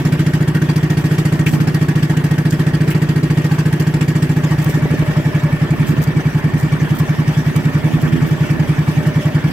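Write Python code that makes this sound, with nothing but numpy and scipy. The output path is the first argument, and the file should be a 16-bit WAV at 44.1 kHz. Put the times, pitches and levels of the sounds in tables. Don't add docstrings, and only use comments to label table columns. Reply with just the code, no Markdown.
import sys
import numpy as np
from scipy import signal
from scipy.fft import rfft, irfft, next_fast_len
from scipy.io import wavfile
from scipy.ndimage import uniform_filter1d, map_coordinates

SR = 44100
rng = np.random.default_rng(int(sys.argv[2]) if len(sys.argv) > 2 else 0)


def boost(x):
    u = np.asarray(x, float) / 20
    return 10 ** u


def dump(signal):
    limited = np.clip(np.atleast_2d(signal).T, -1, 1)
    pcm = np.round(limited * 32767).astype(np.int16)
    wavfile.write(sys.argv[1], SR, pcm)


N = 419832

# time in seconds, firings a second.
SPEED = [(0.0, 14.044), (1.5, 14.296), (2.1, 14.042), (3.0, 14.175), (3.6, 14.079), (4.36, 14.151),
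         (4.5, 13.663), (4.65, 12.655), (5.1, 11.31), (5.8, 10.912), (6.1, 10.93), (6.4, 10.695),
         (7.3, 10.84), (7.6, 10.532), (7.9, 10.664), (8.5, 10.532), (8.8, 10.729), (9.52, 10.497)]
# time in seconds, load from 0 to 1.
THROTTLE = [
    (0, 1),
    (4.35, 0.95),
    (4.9, 0),
    (9.52, 0.14),
]
# mode in Hz, width in Hz, signed swing.
LOADED_PIPE = [(57.0, 8.0, -0.029), (109.5, 38.1, 0.499), (124.2, 15.8, -0.178), (136.2, 9.5, 0.181),
               (150.2, 15.3, -0.784), (183.3, 11.3, 0.2), (210.9, 8.0, -0.049), (251.0, 8.9, -0.117),
               (314.7, 15.1, -0.292), (327.7, 70.7, 0.656), (345.5, 16.2, -0.135), (367.9, 8.0, -0.061),
               (392.4, 24.2, -0.06), (439.2, 12.8, 0.022), (479.1, 12.8, -0.027)]
# mode in Hz, width in Hz, signed swing.
IDLE_PIPE = [(82.1, 16.1, -0.066), (95.4, 14.0, 0.203), (116.7, 17.8, 0.25), (131.0, 10.8, 0.267),
             (150.0, 33.1, -1.248), (175.4, 12.0, 0.393), (250.6, 8.0, 0.127), (265.6, 51.5, -0.361),
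             (295.3, 38.1, 0.267), (320.5, 15.8, -0.164), (329.7, 11.7, 0.103), (379.3, 30.2, -0.085),
             (380.7, 11.2, 0.068), (469.3, 10.4, 0.02), (478.3, 14.6, -0.02)]
# mode in Hz, width in Hz, signed swing.
VALVE_CHEST = [
    (304, 56, 0.27),
    (383, 53, 0.24),
]
# mode in Hz, t60 in seconds, level under load in dB, level at idle in dB.
PLATES = [(863, 0.15, -2, -4.5), (1137, 0.17, -4.5, -4), (1274, 0.088, -3, -8), (1552, 0.086, 6, -17),
          (1692, 0.14, 3, -1.5), (1830, 0.13, -3, -5), (1876, 0.12, 6, -7), (1930, 0.031, -17, -14),
          (2293, 0.084, -2, 3), (2774, 0.026, 10, -9), (3313, 0.04, 4.5, -41), (3970, 0.06, -3, -30),
          (4480, 0.056, -1, -30)]
# frequency in Hz, level in dB per Hz.
RATTLE_COLOUR = [(260, -2.5), (450, -0.5), (530, -7), (858, -4), (1230, -8), (1820, -6.5), (2080, -10),
                 (4210, -27.5), (4500, -24), (5850, -36), (9900, -120)]
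# frequency in Hz, level in dB per Hz.
KNOCK_COLOUR = [(1180, -48), (2000, 0), (3220, -5.5), (4240, -13.5), (4550, -6), (5900, -9.5), (7710, -10),
                (10500, -15.5), (12500, -15.5), (14900, -20), (15800, -37)]
# frequency in Hz, level in dB per Hz.
SPRAY_COLOUR = [(1470, -14), (2500, -1.5), (3350, -3.5), (4220, -16), (5660, -10), (6660, -15), (7830, -15),
                (9950, -20.5), (12200, -17), (14900, -25), (15800, -32)]
# frequency in Hz, level in dB per Hz.
RUMBLE_COLOUR = [(20, -46), (40, -12.5), (60, -3.5), (120, -11.5), (250, -2.5), (400, -11.5), (520, -21.5),
                 (700, -21), (1000, -50.5)]
# start in seconds, fizz in dB, body over the fizz in dB, length in seconds.
SPLASHES = [(1.461, -38.5, 2, 0.035), (1.49, -46, 2, .01), (1.504, -46.5, 0, 0.072), (2.5, -50, 10, 0.028),
            (2.902, -38.5, -1.5, .03), (4.612, -46, 3, 0.037), (4.642, -35, -4, .007),
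            (4.684, -44, 2, 0.048), (5.704, -47, 10, 0.011), (5.762, -40, -8, .005),
            (5.865, -46, 2.5, 0.064), (6.015, -43, 2, 0.035), (6.573, -49.5, 5, 0.063),
            (6.599, -36, 8, 0.004), (6.903, -49, 7, .01), (6.948, -43, -3, 0.031), (6.983, -40, -2, .02),
            (7.558, -44, 3, .015), (8.013, -41.5, -1, 0.015), (8.263, -45, -2, 0.044)]
# start in seconds, level in dB, t60 in seconds.
DECK_KNOCKS = [
    (1.464, -18.5, 0.095),
    (2.908, -26.5, 0.18),
    (4.008, -24, 0.073),
]
# top in seconds, half length in seconds, gain of the deck hum in dB.
SWELLS = [
    (0.3, 0.17, 6.5),
    (1.3, 0.22, 6.5),
    (2.65, .25, 6),
    (5.103, 0.61, 7.5),
    (7.5, 0.25, 1.5),
    (8.495, 0.21, 6.5),
    (9.2, 0.21, 10),
]
# top in seconds, half length in seconds, level in dB.
GUSTS = [(1.585, .17, -29.5), (4.9, .25, -32), (5.91, 0.15, -29), (6.163, 0.034, -27), (6.58, 0.23, -34.5),
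         (6.89, 0.18, -32), (7.2, 0.11, -32), (7.603, 0.14, -33.5), (7.92, 0.15, -31), (8.166, 0.22, -25.5),
         (8.598, 0.18, -30), (8.988, 0.22, -33), (9.482, .06, -33)]
# time in seconds, eddies a second.
EDDIES = [(1.3, 69), (1.5, 75.3), (1.8, 72), (5.2, 75.8), (5.65, 68.6), (5.8, 71), (6.7, 68.5), (7.0, 70.3),
          (7.15, 75.4), (7.78, 72.7), (7.94, 81.8), (8.02, 77), (8.18, 85), (8.36, 75.8), (8.58, 83.5),
          (8.68, 77), (9.1, 78), (9.45, 69)]
# frequency in Hz, side over middle in dB.
WIDTH = [(60, -2.5), (110, -1), (200, -6.5), (380, -9), (700, -5), (1290, -1.5), (2380, -1.5), (4400, 1),
         (8120, -0.5), (15000, 0)]
# frequency in Hz, left over right in dB.
PORTS = [(60, -0.5), (110, -0.5), (200, -1.0), (380, 2.5), (700, 0), (1290, 0.5), (2380, -0.5),
         (4400, -0.5), (8120, -4.5), (15000, 12.5)]

CRANK_START = -.691
LEAD = .25
TOP_HZ = 15850
CALM_DB = -60
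# (dB under load, dB at idle)
THUD_DB, HUM_DB, RATTLE_DB = (-13.5, -14.5), (-41.5, -37.5), (-31.5, -28.5)
KNOCK_DB, SPRAY_DB = (-42.5, -45), (-47.5, -44.5)
OVERRUN, VALVE_S = 0.053, .0266
POP_S, IDLE_HZ = .036, 10.7
POP_IDLE, POP_OVERRUN = 0.11, 0.57
AHEAD, AHEAD_HZ = .5, 3000


def unit(x):
    return x / np.sqrt(np.mean(x ** 2) + 1e-20)


def along(points, hz):
    f, v = np.transpose(points)
    return np.interp(np.log(hz + 1), np.log(f + 1), v)


def coloured(points):
    return lambda hz: boost(along(points, hz))


def narrow(centre_hz, width_hz):
    return lambda hz: 1 / (1 + (2 * (hz - centre_hz) / width_hz) ** 2)


def curves(rows, t=None):
    s, *cols = np.transpose(rows)
    return [np.interp(np.arange(N) / SR if t is None else t, s, c) for c in cols]


def by_load(levels_db):
    load, = curves(THROTTLE)
    return load * levels_db[0] + (1 - load) * levels_db[1]


def bells(top_s, half_s):
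    return np.exp(-((np.arange(N) / SR - top_s[:, None]) / half_s[:, None]) ** 2)


def wobble(rate):
    knots = rng.standard_normal(int(N * rate / SR) + 4)
    return map_coordinates(knots, [np.arange(N) * rate / SR])


def filtered(x, response):
    m = next_fast_len(N + 8192)
    return irfft(rfft(x, m) * response(np.fft.rfftfreq(m, 1 / SR)), m)[..., :N]


def rush(gain, patchy_db, tall=6, long=5):
    z = signal.stft(rng.standard_normal((2, N + 512)), nperseg=512)[2]
    field = uniform_filter1d(rng.standard_normal(z.shape[1:]), int(tall), 0)
    field = uniform_filter1d(field, int(long), 1)
    z = z * boost(patchy_db * unit(field))
    ahead = AHEAD / np.hypot(1, np.fft.rfftfreq(512, 1 / SR)[:, None] / AHEAD_HZ)
    z[1] = np.sqrt(1 - ahead ** 2) * z[1] - 1j * ahead * z[0]
    pair = signal.istft(z, nperseg=512)[1][:, :N]

    def spread(hz):
        side_gain = boost(along(WIDTH, hz)) / (1 + (70 / (hz + 1)) ** 2)
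        return gain(hz) * np.array([np.ones_like(hz), side_gain])

    mid, side = filtered(pair, spread)
    return np.array([mid + side, mid - side]) / np.std(mid)


def laid(times, sounds):
    lead = round(LEAD * SR)
    out = np.zeros(lead + N + 2 * SR)
    for s, sound in zip(times, sounds):
        out[lead + round(s * SR):][:len(sound)] += sound
    return out[lead:lead + N]


def ring_time(delay=0):
    return np.maximum(np.arange(round(LEAD * SR)) / SR - delay, 0)


def wind():
    top_s, half_s, gust_db = np.transpose(GUSTS)
    strength = np.sqrt(boost(2 * gust_db) @ bells(top_s, half_s) ** 2 + boost(2 * CALM_DB))
    turns = np.cumsum(curves(EDDIES)[0]) / SR
    times = np.interp(np.arange(1, turns[-1]), turns, np.arange(N) / SR)
    chance = rng.standard_normal((len(times), 2))
    strength_db = 20 * np.log10(strength[(times * SR).astype(int)])
    times += chance[:, 0] * np.interp(strength_db, [-36, -29], [.001, .00015])
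    u = (np.arange(SR // 100) / SR - .005) / 0.0011
    puffs = laid(times, boost(1.8 * chance[:, 1:]) * (1 - u * u) * np.exp(-u * u / 2))
    puffs = filtered(puffs, lambda hz: 1 / (1 + (85 / (hz + 1)) ** 2))
    return boost(8.5) * strength * unit(puffs) * np.array([[.05], [1]])


def spray():
    level_db = by_load(SPRAY_DB) + 3.0 + 1.2 * wobble(3.01) + 1.2 * wobble(13) + 1.8 * wobble(60)
    return boost(level_db) * rush(coloured(SPRAY_COLOUR), 3.1)


def splashes():
    t = ring_time()
    s, fizz_db, body_db, length = np.transpose(SPLASHES)[:, :, None]
    burst = boost(fizz_db) * np.exp(-(t / length) ** 4) * (1 - np.exp(-t / 0.0027))
    bright = lambda hz: 1 / (1 + (10500 / (hz + 1)) ** 8) / (1 + (hz / 15300) ** 40)
    full = lambda hz: (hz < 9500) / (1 + (2600 / (hz + 1)) ** 4)
    fizz = laid(s[:, 0], burst) * rush(bright, 2.5)
    body = laid(s[:, 0], burst * boost(body_db)) * rush(full, 1.2)
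    drops = boost(3.5 * wobble(400))
    return drops * (fizz + body)


def deck_knocks():
    t = ring_time()
    s, db, t60 = np.transpose(DECK_KNOCKS)[:, :, None]
    knocks = laid(s[:, 0], boost(db - 60 * t / t60) * (1 - np.exp(-t / 0.0017)))
    return knocks * rush(narrow(2470, 1300), 1.9)


def firings():
    t = np.arange(-round(LEAD * SR), N) / SR
    turns = np.cumsum(curves(SPEED, t)[0]) / SR
    turns += CRANK_START - turns[round(LEAD * SR)]
    return np.interp(np.arange(np.ceil(turns[0]), turns[-1]), turns, t)


def beat(times, delay, rise, t60, scatter_db):
    t = ring_time(delay)
    shape = (1 - np.exp(-(t / rise) ** 2)) * boost(-60 * t / t60)
    return laid(times, boost(scatter_db * rng.standard_normal((len(times), 1))) * shape)


def hull(times):
    load, = curves(THROTTLE)
    push = unit(0.44 + 0.51 * beat(times, 0.024, 0.013, 0.19, 0.72))
    rumble_db = -29 - 1.5 * load + .8 * wobble(3)
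    rumble = boost(rumble_db) * push * rush(coloured(RUMBLE_COLOUR), 2.3, 1.6, 7)
    top_s, half_s, swell_db = np.transpose(SWELLS)
    hum_db = by_load(HUM_DB) + swell_db @ bells(top_s, half_s) - 4.5
    return rumble + boost(hum_db) * push * rush(narrow(600.0, 69), 1.0)


def plates(times, delay, rise, scatter_db):
    hz, t60, loaded_db, idle_db = np.transpose(PLATES)
    load = curves(THROTTLE, times)[0][:, None]
    chance = rng.standard_normal((len(times), 3, len(PLATES)))
    blow_db = load * loaded_db + (1 - load) * idle_db + scatter_db * chance[:, 0]
    blows = boost(blow_db) * np.exp(2j * np.pi * chance[:, 1])
    t = np.maximum(np.arange(SR // 8) / SR - delay, 0)
    decay = boost(-60 * t / t60[:, None]) * (1 - np.exp(-t / rise))
    rings = decay * np.exp(2j * np.pi * hz[:, None] * t)
    lag = np.exp(1j * (rng.uniform(-0.49, 1.0, len(PLATES)) + 0.39 * chance[:, 2]))
    left = laid(times, ((blows * lag) @ rings).real)
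    right = laid(times, ((blows / lag) @ rings).real)
    return unit(np.array([left, right]))


def rattle(times):
    load, = curves(THROTTLE)
    shake = .4 + (.1 + .65 * load) * beat(times[1:] - .004, .001, .005, .22, 1.2)
    shake += .12 * beat(times, .025, .006, .15, 3)
    shake += 0.23 * (1 - load) * beat(times[1:] - .016, 0.001, 0.0041, 0.23, 2.8)
    shake += 0.22 * (1 - load) * beat(times, 0.032, 0.0036, .15, 3.2)
    shake = unit(shake * boost(0.61 * wobble(90)))
    block = shake * rush(coloured(RATTLE_COLOUR), 2.6, 3, 4.9)
    cowl_gain = lambda hz: narrow(1800, 130)(hz) + 0.39 * narrow(2260, 70)(hz)
    cowl = boost(-10.5 - 3.7 * load) * shake * rush(cowl_gain, 0.72)
    clang = boost(-6.5) * plates(times[1:] - .003, 0.001018, 0.009, 3.0)
    later = times + .3 / curves(SPEED, times)[0]
    clang += boost(-12.0) * plates(later, 0.001003, 0.0023, 2.5)
    return boost(by_load(RATTLE_DB)) * (block + cowl + clang)


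def knock(times):
    load, = curves(THROTTLE)
    blow = beat(times[1:] - .002, .001, .004, .15, .8) * boost(2.2 * wobble(150))
    level_db = by_load(KNOCK_DB) + 0.58 * wobble(2.4) - 3.0 + 5.3 * load
    return boost(level_db) * unit(blow) * rush(coloured(KNOCK_COLOUR), 3.9, 4.5, 4.5)


def pipe(modes, count, delay, scatter_db):
    hz, width, swing = np.transpose(modes)[:, :, None]
    t = ring_time(delay)
    rings = swing * np.exp(-np.pi * width * t) * np.sin(2 * np.pi * hz * t)
    return boost(scatter_db * rng.standard_normal((count, len(modes)))) @ rings


def exhaust(times):
    count = len(times)
    load = curves(THROTTLE, times)[0][:, None]
    speed = curves(SPEED, times)[0]
    loaded = pipe(LOADED_PIPE, count, .0004, .35) - .18 * pipe(LOADED_PIPE, count, .0288, 1.5)
    idle = pipe(IDLE_PIPE, count, .0004, .45) + .45 * pipe(IDLE_PIPE, count, .0266, 1.2)
    slowing = np.clip(-np.gradient(speed, times) - 1, 0, 4)[:, None]
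    overrun = OVERRUN * slowing * pipe(IDLE_PIPE, count, VALVE_S, 3.5)
    pop = (1 - load) * (POP_IDLE + POP_OVERRUN * np.abs(speed - IDLE_HZ)[:, None])
    overrun += pop * pipe(VALVE_CHEST, count, POP_S, 3.3)
    thuds = laid(times, load * loaded + (1 - load) * idle + overrun)
    thuds = filtered(thuds, lambda hz: 1 / np.sqrt(1 + (hz / 650) ** 8))
    power = uniform_filter1d(uniform_filter1d(thuds ** 2, SR // 3), SR // 3)
    thuds = thuds / np.sqrt(np.abs(power) + 1e-9)
    level_db = by_load(THUD_DB) + 0.1 * wobble(2.97) + 0.17
    return boost(level_db) * boost([[-.25], [.25]]) * [np.roll(thuds, 3), thuds]


def engine():
    times = firings()
    return hull(times) + rattle(times) + knock(times) + exhaust(times)


def scene():
    return wind() + spray() + splashes() + deck_knocks() + engine()


def low_pass(x):
    return signal.sosfilt(signal.butter(12, 15970, fs=SR, output="sos"), x)


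def record(dry):
    def ports(hz):
        balance = boost(np.array([[.5], [-.5]]) * along(PORTS, hz) * (hz > 400))
        return balance / np.sqrt(1 + (30 / (hz + 1)) ** 4)

    x = filtered(dry, ports)
    x = x / (1 + np.abs(x / 0.93) ** 6) ** (1 / 6)
    return low_pass(filtered(x, lambda hz: hz < TOP_HZ))


dry = scene()
out = record(dry)
dump(out)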